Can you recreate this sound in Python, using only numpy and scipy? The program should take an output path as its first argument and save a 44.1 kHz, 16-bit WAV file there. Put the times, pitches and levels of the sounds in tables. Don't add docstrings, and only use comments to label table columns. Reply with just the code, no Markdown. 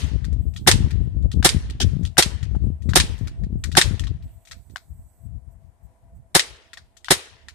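import sys
import numpy as np
from scipy import signal
from scipy.fft import rfft, irfft
from scipy.io import wavfile
from scipy.ndimage import uniform_filter1d

SR = 44100
rng = np.random.default_rng(int(sys.argv[2]) if len(sys.argv) > 2 else 0)


def amplitude_ratio(level_db):
    exponent = np.asarray(level_db, float) / 20
    return 10 ** exponent


def store_wav(level_fs):
    pcm = np.round(np.clip(np.atleast_2d(level_fs), -1, 1) * 32767)
    wavfile.write(sys.argv[1], SR, pcm.T.astype(np.int16))


N = 332514


def evened(x):
    return x / np.sqrt(np.mean(x ** 2) + 1e-20)


def read(points, hz):
    f, value = np.transpose(points)
    return np.interp(np.log(hz + 1), np.log(f + 1), value)


def add(mix, s, sound):
    start = round(s * SR)
    sound = sound[:, max(-start, 0):]
    part = mix[:, max(start, 0):][:, :sound.shape[1]]
    part += sound[:, :part.shape[1]]


def sides(db):
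    return amplitude_ratio(np.multiply.outer([.5, -.5], np.atleast_1d(db)))


def noise(size, colour, alike=1):
    # hz, likeness_0_to_1
    likeness = [(130, 0.39), (300, 1), (630, 0.35), (1380, 0.028), (3000, 0.05)]
    hz = np.fft.rfftfreq(size, 1 / SR)
    a, b = rfft(rng.standard_normal((2, size)))
    same = alike * np.clip(read(likeness, hz), 0, 1)
    pair = np.array([a, same * a + np.sqrt(1 - same ** 2) * b])
    return evened(irfft(pair * amplitude_ratio(read(colour, hz)), size))


def resonate(x, hz, width_hz):
    r = np.exp(-np.pi * width_hz / SR)
    return 2 * signal.lfilter([1 - r], [1, -r * np.exp(2j * np.pi * hz / SR)], x).real


def resonate_twice(x, hz, width_hz):
    return resonate(resonate(x, hz, width_hz), hz, width_hz)


def fall(t, rise_s, t60_s):
    u = np.maximum(t, 0)
    return (1 - np.exp(-u / rise_s)) * amplitude_ratio(-60 * u / t60_s)


def ring(t, hz, db, t60_s, rise_s=.0001):
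    return amplitude_ratio(db) * fall(t, rise_s, t60_s) * np.sin(2 * np.pi * hz * t)


def slow(rate_hz):
    hz = np.fft.rfftfreq(N, 1 / SR)
    return evened(irfft(rfft(rng.standard_normal((2, N))) / (1 + (hz / rate_hz) ** 2), N))


def gas(size):
    # hz, density_db
    jet_colour = [(530, -15), (900, -5.5), (1080, -8), (2020, -3), (2510, -10), (3390, -5.5), (3770, -4.5),
                  (6400, -8.5), (8950, -5.5), (10500, -12.5), (12400, -17.5), (13500, -17), (14200, -22)]
    # hz, width_hz, level_db
    frame_modes = [(1760, 110, -1), (3756, 260, 4), (5200, 410, 1), (8100, 200, -9), (8540, 200, -10)]
    jet, white = noise(size, jet_colour), rng.standard_normal((2, size))
    frame = sum(amplitude_ratio(db) * resonate(white, hz, width) for hz, width, db in frame_modes)
    return evened(jet + amplitude_ratio(0.5) * evened(frame) * .5)


def shot(db, boom_db):
    # after_blast_s, thump_db, hiss_db, left_right_db
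    slugs = [
        (.0006, -29.5, 4, 0),
        (.0082, 2.5, -4, -1),
        (0.0139, 0.5, -5.5, 2.5),
        (0.0193, -14.5, -10.5, 5),
        (.0243, -16.5, -15, -1.5),
    ]
    # hz, level_db, t60_s, left_right_db
    barrel_modes = [(177, -10, 0.024, 2.5), (365, 3, 0.019, 3), (533, -5.5, 0.024, -0.5),
                    (713, 0.5, .016, 1), (1400, -11.5, .02, 4), (1880, -13.5, 0.045, 4.5)]
    # hz, level_db, t60_s
    hammer_modes = [(810, 5, 0.033), (167, -3, 0.023)]
    hammer_s, left_lead_s = .0004, .0002
    chamber_s, chamber_hz, chamber_t60_s = 0.00078, 375, .04
    t = np.arange(SR // 4) / SR - .008
    swell = (t < 0) * amplitude_ratio(np.array([[-6], [-11]])) * np.clip(1 + t / .0055, 0, 1) ** 2
    burst = swell + amplitude_ratio(-8.5) * fall(t, 0.0009, 9) / (1 + (t / .0195) ** 6)
    burst = burst + amplitude_ratio(-17.5) * fall(t, .005, 0.3)
    burst = burst + amplitude_ratio(-19.0) * fall(t - .025, .005, 9) / (1 + (t / .042) ** 6)
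    thump = sum(ring(t - hammer_s, *mode, rise_s=0.00042) for mode in hammer_modes)
    thump = thump + ring(t - chamber_s, chamber_hz, boom_db, chamber_t60_s)
    port_lead_s = np.array([[left_lead_s], [0]])
    for s, thump_db, hiss_db, side_db in slugs:
        left, right = fall(t - s, 0.0041, 0.041), fall(t - s + 0.00021, .0002, 0.023)
        burst = burst + amplitude_ratio(hiss_db) * np.array([left, right])
        for hz, ring_db, t60_s, pan_db in barrel_modes:
            mode = ring(t - s + port_lead_s, hz, thump_db + ring_db, t60_s)
            thump = thump + mode * sides(pan_db + side_db)
    return amplitude_ratio(db) * (gas(len(t)) * burst + amplitude_ratio(-6.5) * thump)


def woods(db):
    # hz, density_db
    echo_colour = [(150, -45), (250, -9.5), (381, -2.5), (444, -2.5), (678, -13.5), (750, -13),
                   (1000, -10.5), (1220, -14), (1360, -14), (3490, -8.5), (9150, -12.5), (12000, -16.5),
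                   (14200, -27)]
    # hz, t60_s
    decay = [(300, 0.43), (1000, 0.65), (3000, 0.63), (6000, 0.45), (10000, 0.31), (12300, 0.28),
             (14000, 0.17)]
    hz, t, z = signal.stft(noise(SR, echo_colour), SR, nperseg=256)
    t60_s = read(decay, hz)[:, None]
    level = amplitude_ratio(-60 * t / t60_s) + amplitude_ratio(3.0 - 60 * t / (0.9 * t60_s))
    level = level + amplitude_ratio(-13.0 - 60 * t / (2.3 * t60_s))
    z = z * level * amplitude_ratio(0.83 * rng.standard_normal(len(t)))
    for db_rms, bins, frames in [(2.2, 3, 24), (1.5, 14, 4)]:
        patches = uniform_filter1d(uniform_filter1d(rng.standard_normal(z.shape), bins, 1), frames, 2)
        z = z * amplitude_ratio(db_rms * evened(patches))
    lingering = [(690, .6), (1350, .4), (1850, 0.98)]  # hz, gain
    bands = sum(g * np.exp(-((hz[:, None] - f) / 200) ** 2) for f, g in lingering)
    z = z * (1 + np.minimum(t / 0.12, 1) * bands)
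    tail = signal.istft(z, SR, nperseg=256)[1][:, :SR]
    return amplitude_ratio(db) * tail * fall(np.arange(SR) / SR, 0.0033, 99)


def fire(mix):
    # start_s, blast_db, chamber_boom_db
    shots = [
        (0.6735, -6.5, -7.5),
        (1.4468, -7, -8.5),
        (2.1807, -7.5, -6.5),
        (2.9566, -7, -11),
        (3.7701, -6.5, -9),
        (6.3497, -7.5, -10),
        (7.1069, -8.5, 7),
    ]
    add(mix, -.07, woods(-38.0))
    for s, db, boom_db in shots:
        add(mix, s - .008, shot(db, boom_db))
        add(mix, s, woods(db - 30.5))


def pellet(db, pan_db, rise_s, bark_db):
    # hz, density_db
    smack_colour = [(290, -46.5), (500, -24.5), (1410, -9), (2030, -5), (3170, -2), (4200, -1), (6300, -6),
                    (8230, -7), (10300, -17), (12300, -21), (14200, -38)]
    # hz, level_db, t60_s
    paper_modes = [(1820, -6, 0.012), (3800, -7, 0.019)]
    t = np.arange(SR // 4) / SR
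    crack = 1.6 * fall(t, rise_s, .014) + amplitude_ratio(-9) * fall(t - .007, .0005, .02)
    crack = crack + amplitude_ratio(-11) * fall(t, .002, .085)
    rustle = amplitude_ratio(-21.5) * fall(t, 0.0062, 0.21)
    struck = 0
    for (hz, ring_db, t60_s), extra_db in zip(paper_modes, (bark_db, 0)):
        struck = struck + amplitude_ratio(ring_db + extra_db) * fall(t - rise_s, 0.00023, t60_s) * np.sin(2 * np.pi * hz * t)
    return amplitude_ratio(db) * (noise(len(t), smack_colour) * (crack + rustle) + amplitude_ratio(0.5) * struck) * sides(pan_db)


def hit_paper(mix):
    # start_s, level_db, left_right_db, rise_s, bark_knock_db
    hits = [
        (.7135, -6.5, -2, .0003, 0),
        (1.4905, -12.5, -5, .0005, -5),
        (2.2238, -7.5, -3, 0.00033, 0),
        (2.9995, -8, 0, 0.0019, 3),
        (3.8128, -5.5, 1, .002, 7.5),
        (6.3938, -7.5, 1, 0.0012, 3),
    ]
    for s, *row in hits:
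        add(mix, s, pellet(*row))


def click(db, hz, bright_db, t60_s, pan_db, scrape_s, knock_db, steel_db, rattle_db, steel, body_db=-30):
    t, t60_s = np.arange(SR // 4) / SR, np.clip(t60_s, .02, .3)
    luck, white = rng.random((len(steel), 3)), rng.standard_normal((2, len(t)))
    tone = amplitude_ratio(knock_db) * fall(t, 0.00025, 0.012) * np.sin(2 * np.pi * hz * t * (1 - 4 * t))
    for (f, ring_db, ring_t60_s), (phase, pitch, size) in zip(steel, luck):
        wave = np.sin(2 * np.pi * (f * (.975 + .05 * pitch) * t + phase))
        tone = tone + amplitude_ratio(steel_db + ring_db - 8.3 * size) * fall(t, 0.000077, ring_t60_s) * wave
    tone = tone + ring(t, 740, body_db, 0.031, rise_s=0.0013)
    rattle = evened(resonate_twice(white, hz, 1800) + .9 * resonate_twice(white, 3800, 2600))
    rattle = rattle + 0.25 * evened(resonate_twice(white, 1400, 700))
    rattle = evened(np.diff(resonate(rattle, 1500, 3300), prepend=0))
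    fizz = evened(resonate(resonate_twice(white[::-1, ::-1], 7000, 5500), 6500, 5500))
    grit = amplitude_ratio(3 * np.clip(evened(uniform_filter1d(white[0, ::-1], 70)), -2, 2) - 1)
    bounce_s = .005 + .006 * luck[0, 2]
    snap = fall(t, 0.0009, 0.12 * t60_s) + amplitude_ratio(-6.5) * fall(t - bounce_s, 0.00058, .2 * t60_s)
    snap = snap + amplitude_ratio(-11) * fall(t, 0.003, t60_s)
    snap = grit * (snap + amplitude_ratio(-13.5) * fall(t - 2 * bounce_s - .004, .0006, 0.14 * t60_s))
    snap = snap + grit * amplitude_ratio(-13.0) * fall(t, .002, 9) / (1 + (t / scrape_s) ** 6)
    linger = amplitude_ratio(-25.5) * fall(t, .005, 3 * t60_s)
    dull = amplitude_ratio(rattle_db) * rattle * (snap + linger)
    bright = amplitude_ratio(bright_db + 4.5) * fizz * (snap * fall(t, .0001, 2.5 * t60_s) + linger)
    return amplitude_ratio(db) * (tone + dull + bright) * sides(pan_db)


def work_trigger(mix):
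    # start_s, peak_db, ring_hz
    take_ups = [
        (.3278, -51.5, 1430),
        (.538, -51.5, 2630),
        (1.2245, -57, 3750),
        (2.0302, -48.5, 1590),
        (2.822, -50.5, 3460),
        (3.18, -46, 3800),
        (4.4518, -51, 3515),
        (4.4722, -43.5, 2180),
        (4.698, -57, 3894),
        (6.9679, -46, 3735),
    ]
    cocks = [
        (.5627, -30, 3400),
        (1.3159, -31.5, 3500),
        (2.0513, -29.5, 3330),
        (2.8918, -30.5, 1273),
        (3.7163, -30, 3510),
        (4.5117, -29.5, 1830),
        (7.0445, -30.5, 3350),
    ]
    resets = [
        (.2443, -32.5, 1870),
        (.9067, -30.5, 1880),
        (1.699, -30.5, 3380),
        (2.4289, -31, 1880),
        (3.273, -30.5, 1900),
        (3.4361, -44.5, 1890),
        (6.7321, -30.5, 1940),
        (7.4845, -30, 1840),
    ]
    settles = [
        (4.0375, -29.5, 1820),
        (4.0701, -32, 3400),
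        (4.2243, -47.5, 2474),
        (4.28, -59.5, 2410),
        (6.7721, -29, 1400),
    ]
    latches = [
        (3.6385, -20.5, 1760),
        (3.9952, -26, 2950),
    ]
    # hz, level_db, t60_s
    frame_steel = [(1345, -9.5, .025), (1880, -2, .035), (2460, -5.5, .018), (3350, -0.5, 0.014),
                   (3740, -5.5, .022)]
    # bright_db, t60_s, left_right_db, scrape_s
    parts = [(take_ups, (-6, 0.17, 9.7, .005)),
             (cocks, (-14, 0.14, 2.5, .024)),
             (resets, (-16, 0.12, 3.2, .011)),
             (settles, (-21.5, 0.12, 1, .007)),
             (latches, (-10, 0.11, 5, .007))]
    for rows, voice in parts:
        for s, db, hz in rows:
            add(mix, s, click(db, hz, *voice, knock_db=-7.5, steel_db=-4, rattle_db=-7.0, steel=frame_steel))


def release_sear(mix):
    # start_s, peak_db, bright_db, left_right_db
    releases = [
        (.665, -26, -21, 7.5),
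        (1.4269, -17.5, -20.5, 6),
        (2.17, -16, -22, 6.5),
        (2.553, -47, -11, 8),
        (2.9345, -18, -25.5, 9),
        (3.752, -15, -22.5, 5.5),
        (4.7594, -19.5, -22.5, 4),
        (7.084, -18, -29.5, 8),
    ]
    # hz, level_db, t60_s
    sear_steel = [(1025, -5, .02), (1750, -6, .022), (2950, -3, .014), (3500, -10, 0.028),
                  (4600, -18, 0.011)]
    sear_hz, sear_t60_s, scrape_s = 1600, 0.093, .004
    for s, db, bright_db, pan_db in releases:
        add(mix, s, click(db, sear_hz, bright_db, sear_t60_s, pan_db, scrape_s, knock_db=0.5, steel_db=-5,
                          rattle_db=-11.5, steel=sear_steel, body_db=-13.5))


def bump(db, hz, t60_s):
    t = np.arange(SR // 10) / SR
    white = rng.standard_normal(len(t))
    return amplitude_ratio(db) * evened(resonate(resonate(white, hz, 480), hz, 450)) * fall(t, 0.0011, t60_s) * sides(2.0)


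def handle_grip(mix):
    # start_s, level_db, pitch_hz, t60_s
    knocks = [
        (1.802, -23, 680, 0.03),
        (1.8033, -34, 1600, 0.026),
        (2.548, -35.5, 777, .039),
        (4.0712, -46, 1040, 0.05),
        (6.773, -47, 720, 0.036),
    ]
    for s, *row in knocks:
        add(mix, s, bump(*row))


def puff(db, length_s):
    # hz, density_db
    leak_colour = [(400, -3), (900, -29), (1600, -7), (2300, -14.5), (3200, 1), (4300, -7), (5600, -1.5),
                   (8500, -14.5), (14200, -30)]
    t = np.arange(SR // 4) / SR
    sputter = amplitude_ratio(0.82 * evened(uniform_filter1d(rng.standard_normal(len(t)), 60)))
    leak = noise(len(t), leak_colour)
    seep = amplitude_ratio(db - 26.0) * evened(np.diff(leak, n=2, prepend=0, append=0)) * fall(t, .03, .35)
    flow = 1.03 * fall(t, 0.00027, .3) + .7 * fall(t - .013, 0.00051, 0.1)
    shut = amplitude_ratio(-60 * np.maximum(t - length_s, 0) / 0.074)
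    valve = ring(t, 1880, db - 29.0, .28, rise_s=.01) * sides(3.0)
    return seep + amplitude_ratio(db) * leak * sputter * flow * shut * sides(0.89) + valve


def leak_gas(mix):
    start_s = 1.8015
    add(mix, start_s, puff(-22, .03))
    add(mix, start_s, woods(-49.5))


def slap(db):
    swing_hz = 154
    u = (np.arange(SR // 20) / SR - .006) * swing_hz
    soft = np.hypot(u, .07) - .07
    swing = np.cos(2 * np.pi * u) * np.exp(-np.where(u < 0, 5, 2.2) * soft)
    return amplitude_ratio(db - 1.5) * swing * amplitude_ratio(np.array([[0], [-22]]))


def buffets():
    # crest_s, peak_db
    pushes = [(0.117, -16.5), (0.333, -20), (0.72, -18), (0.751, -14), (0.761, -11), (0.806, -7.5),
              (0.818, -16.0), (1.374, -10.5), (1.565, -15), (1.83, -27), (1.847, -20), (2.027, -16),
              (2.669, -9), (2.945, -9.5), (3.212, -11.5), (3.431, -20), (3.442, -18), (3.506, -18),
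              (3.53, -13), (3.557, -10)]
    # crest_s, peak_db
    tugs = [(0.151, -16), (0.162, -19), (0.284, -15), (0.456, -16), (0.669, -8), (0.734, -14.5),
            (0.791, -11), (0.862, -13.5), (0.875, -12.5), (0.984, -18), (1.005, -12.5), (1.075, -12.5),
            (1.26, -7.0), (1.341, -15.5), (1.355, -17), (1.401, -7.5), (1.548, -3.5), (1.871, -18),
            (1.882, -15), (1.968, -9.5), (1.995, -12.5), (2.013, -9), (2.262, -9.5), (2.57, -19.5),
            (2.652, -17.5), (2.681, -16.0), (2.703, -10), (2.859, -13), (2.876, -24), (2.889, -11.5),
            (2.921, -18), (3.004, -22), (3.04, -13.0), (3.468, -15), (3.76, -15.5), (3.859, -21),
            (3.88, -15), (3.911, -9)]
    mix = np.zeros((2, N))
    for s, db in pushes:
        add(mix, s - .006, slap(db))
    for s, db in tugs:
        add(mix, s - .006, -slap(db))
    return mix


def gusts(rows, calm_db):
    swell_db_per_s, ease_db_per_s, flap_slope = 400, 281.5, 0.38
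    t = np.arange(0, N / SR + .01, .002)
    s, hold_s, db = np.transpose(rows)[:, :, None]
    shape = db - swell_db_per_s * np.maximum(s - t, 0) - ease_db_per_s * np.maximum(t - s - abs(hold_s), 0)
    power = amplitude_ratio(shape) ** 2
    level_db = 10 * np.log10(power.sum(0) + amplitude_ratio(calm_db) ** 2)
    flutter_db = flap_slope * (level_db + 20)
    return [np.interp(np.arange(N) / SR, t, v) for v in (level_db, flutter_db)]


def wind():
    # start_s, hold_s, level_db
    left_gusts = [(0.04, 0.0047, -14.5), (0.136, 0.036, -15), (0.236, 0.019, -19.5), (0.326, 0.0089, -13.5),
                  (0.388, 0.01, -16), (0.45, 0.043, -19), (0.55, 0.025, -27.5), (0.734, 0.011, -8.5),
                  (0.82, 0.025, -13), (0.946, 0.015, -12.5), (0.992, 0.082, -17.5), (1.15, 0.021, -17),
                  (1.216, 0.042, -13), (1.362, 0.042, -12), (1.558, 0.007, -15), (1.664, 0.017, -25),
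                  (1.74, 0.027, -31), (1.846, 0.0057, -8), (1.92, 0.018, -15.5), (1.98, 0.095, -19.5),
                  (2.186, 0.014, -30), (2.266, 0.0094, -23.5), (2.332, 0.031, -19.5), (2.43, 0.042, -19.5),
                  (2.512, 0.042, -19), (2.564, 0.016, -18.5), (2.622, 0.08, -16), (2.82, 0.035, -23.5),
                  (2.888, 0.0073, -12.5), (2.99, 0.017, -12.5), (3.1, 0.044, -22.5), (3.228, 0.0055, -17),
                  (3.412, 0.017, -16.5), (3.528, 0.019, -18), (3.662, 0.0086, -19), (3.728, 0.016, -19),
                  (3.868, 0.0076, -12), (3.92, 0.014, -15.5), (4.01, 0.048, -20.5), (4.108, 0.014, -18.0),
                  (4.228, 0.013, -29), (4.35, 0.03, -42), (4.51, 0.028, -46.5), (4.904, 0.016, -33.5),
                  (4.976, 0.01, -39.5), (5.034, 0.033, -43.5), (5.254, 0.014, -24.5), (5.32, 0.048, -28.0),
                  (5.47, 0.03, -36), (5.55, 0.03, -41.5), (5.652, 0.018, -39), (5.836, 0.016, -38),
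                  (6.054, 0.024, -43.0), (6.13, 0.02, -43.5), (6.246, 0.012, -48), (6.368, 0.009, -38.5),
                  (6.504, 0.012, -39), (6.814, 0.026, -47.5), (7.124, 0.0068, -33), (7.322, 0.013, -45.0)]
    # start_s, hold_s, level_db
    right_gusts = [(0, 0.16, -49), (.3, 0.18, -35.5), (.62, 0.24, -25), (1.0, 0.36, -35.5),
                   (1.4, 0.31, -28), (1.7, 0.2, -32.5), (2.55, 0.22, -36.5), (2.95, 0.11, -27),
                   (3.28, 0.27, -33), (3.56, 0.047, -29.5), (3.8, 0.043, -47), (4.1, 0.2, -36.5),
                   (4.55, 0.051, -39.5), (4.7, 0.023, -36.5), (4.92, 0.092, -42.5), (6.05, 0.043, -55.5),
                   (6.15, 0.038, -37.5), (6.75, .08, -55.5), (7.42, 0.13, -48.5)]
    # hz, density_db
    lump_colour = [(15, -42), (30, -20.5), (50, 6), (75, 5.5), (110, -1), (160, -10), (220, -21),
                   (400, -77.5)]
    # hz, density_db
    flap_colour = [(100, -29), (200, 4.5), (300, -5), (450, -18.5), (700, -27.5), (1200, -52.5),
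                   (2500, -88.5)]
    flap_db = np.array([[-20], [-10.5]])
    lump_top, flap_top = 1.5, 1.8
    level_db, flutter_db = np.stack([gusts(left_gusts, -67), gusts(right_gusts, -63.5)], axis=1)
    lumps = noise(N, lump_colour, alike=.1)
    lumpy = lump_top * np.tanh(slow(49) / lump_top)
    lumps = evened(lumps / (uniform_filter1d(lumps ** 2, 3500) + .05) ** 0.38 * amplitude_ratio(1.9 * lumpy))
    crests = .6 + np.clip(lumps, 0, flap_top) ** 1.5
    flaps = evened(noise(N, flap_colour, alike=.2) * crests * amplitude_ratio(3 * slow(25)))
    return amplitude_ratio(level_db) * (lumps + amplitude_ratio(flap_db + flutter_db) * flaps)


def focus():
    # hz, level_db
    motor_lines = [(6000, -90), (7000, -83), (8000, -71.5), (10000, -78), (11000, -95), (12000, -87),
                   (14000, -71.5)]
    # start_s, end_s, level_db
    runs = [(0, .1, 0), (.39, .665, 0), (1.03, 1.06, -3), (1.34, 1.38, 0), (1.99, 2.03, -3),
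            (2.63, 2.67, -1), (2.83, 3.3, -1), (3.58, 3.63, -2), (4.23, 5.275, 0), (5.51, 5.54, -1),
            (5.83, 5.87, -2), (6.15, 6.18, -2)]
    t = np.arange(N) / SR
    on = uniform_filter1d(sum(amplitude_ratio(db) * (t > a) * (t < b) for a, b, db in runs), 400)
    flicker = slow(25)
    lines = 0
    for k, (hz, db) in enumerate(motor_lines):
        level = amplitude_ratio(db + 2.6 * np.roll(flicker[0], 9000 * k))
        lines = lines + level * np.cos(2 * np.pi * (hz * t + rng.random()))
    hiss = evened(resonate_twice(rng.standard_normal(N), 8200, 2600))
    whirr = evened(resonate_twice(rng.standard_normal(N), 11000, 6000))
    coast = signal.lfilter([1 / 2500], [1, 1 / 2500 - 1], on)
    turning = np.maximum(on, coast)
    motor = on * lines + turning * amplitude_ratio(-80.5) * whirr
    motor = motor + (turning + .2 * amplitude_ratio(3.0 * slow(8)[0])) * amplitude_ratio(-78.5) * hiss
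    return motor * amplitude_ratio(np.array([[-18], [3]]))


def air():
    # hz, density_db
    air_colour = [(120, -32.5), (200, -3), (443, -12), (570, -11.5), (659, -1.5), (734, -6), (998, -11.5),
                  (1240, -19.5), (1980, -21), (2600, -30), (4600, -38), (5760, -37), (8260, -25),
                  (13700, -38.5), (15000, -50.5)]
    # hz, density_db
    rumble_colour = [(15, -5.5), (35, 0.5), (55, 0), (80, -14.5), (130, -43)]
    # hz, width_hz, level_db
    drone_bands = [(510, 24, -84), (666, 20, -74), (980, 22, -87)]
    white = rng.standard_normal(N)
    drone = sum(amplitude_ratio(db) * evened(resonate_twice(white, hz, width)) for hz, width, db in drone_bands)
    drone = drone * amplitude_ratio(3.2 * slow(9)[0])
    still = amplitude_ratio(-68 + 1.2 * slow(3) + 0.68 * slow(15)) * noise(N, air_colour)
    rumble = amplitude_ratio(-62.5 + 2.5 * slow(4.4)) * noise(N, rumble_colour, alike=.2)
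    return still + drone + rumble


def scene():
    # hz, left_right_db
    port_shade = [(100, -4), (370, -0.5), (1270, 3.5), (2330, 6), (4300, 1), (8000, -5), (9500, -9.5),
                  (12000, 0), (14600, 3)]
    gun = np.zeros((2, N))
    fire(gun)
    hit_paper(gun)
    work_trigger(gun)
    release_sear(gun)
    handle_grip(gun)
    leak_gas(gun)
    ports = sides(read(port_shade, np.fft.rfftfreq(N, 1 / SR)))
    return irfft(rfft(gun + air()) * ports, N) + buffets() + wind() + focus()


def starve(x):
    band_bins, weak_db, luck_db = 8, -10, 4.5
    hz, _, z = signal.stft(x, SR, nperseg=2048)
    power = (abs(z[:, :1024]) ** 2).sum(0).reshape(-1, band_bins, z.shape[2]).sum(1)
    centre_hz = hz[:1024].reshape(-1, band_bins).mean(1)
    inside = (centre_hz > 1500) & (centre_hz < 13900)
    band_db, total = 10 * np.log10(power + 1e-20), power[inside].sum(0)
    luck = evened(uniform_filter1d(rng.standard_normal(power.shape), size=2, axis=1))
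    weak = band_db - band_db[inside].mean(0) + luck_db * luck < weak_db
    weak &= inside[:, None] & (total < 2 * np.roll(total, 2))
    keep = np.vstack([np.repeat(~weak, band_bins, axis=0), np.ones((1, z.shape[2]))])
    return signal.istft(z * keep, SR, nperseg=2048)[1][:, :N]


def band_limit(x):
    return signal.sosfilt(signal.butter(12, 15160, fs=SR, output="sos"), x)


def record(dry):
    x = signal.sosfilt(signal.butter(2, 38, "high", fs=SR, output="sos"), dry)
    x = np.clip(x, -1.08, 1.08)
    x = signal.oaconvolve(x, signal.firwin(255, 14350, window=("kaiser", 7), fs=SR)[None], "same")
    x = np.clip(starve(x), -1, 1)
    return band_limit(x)


dry = scene()
out = record(dry)
store_wav(out)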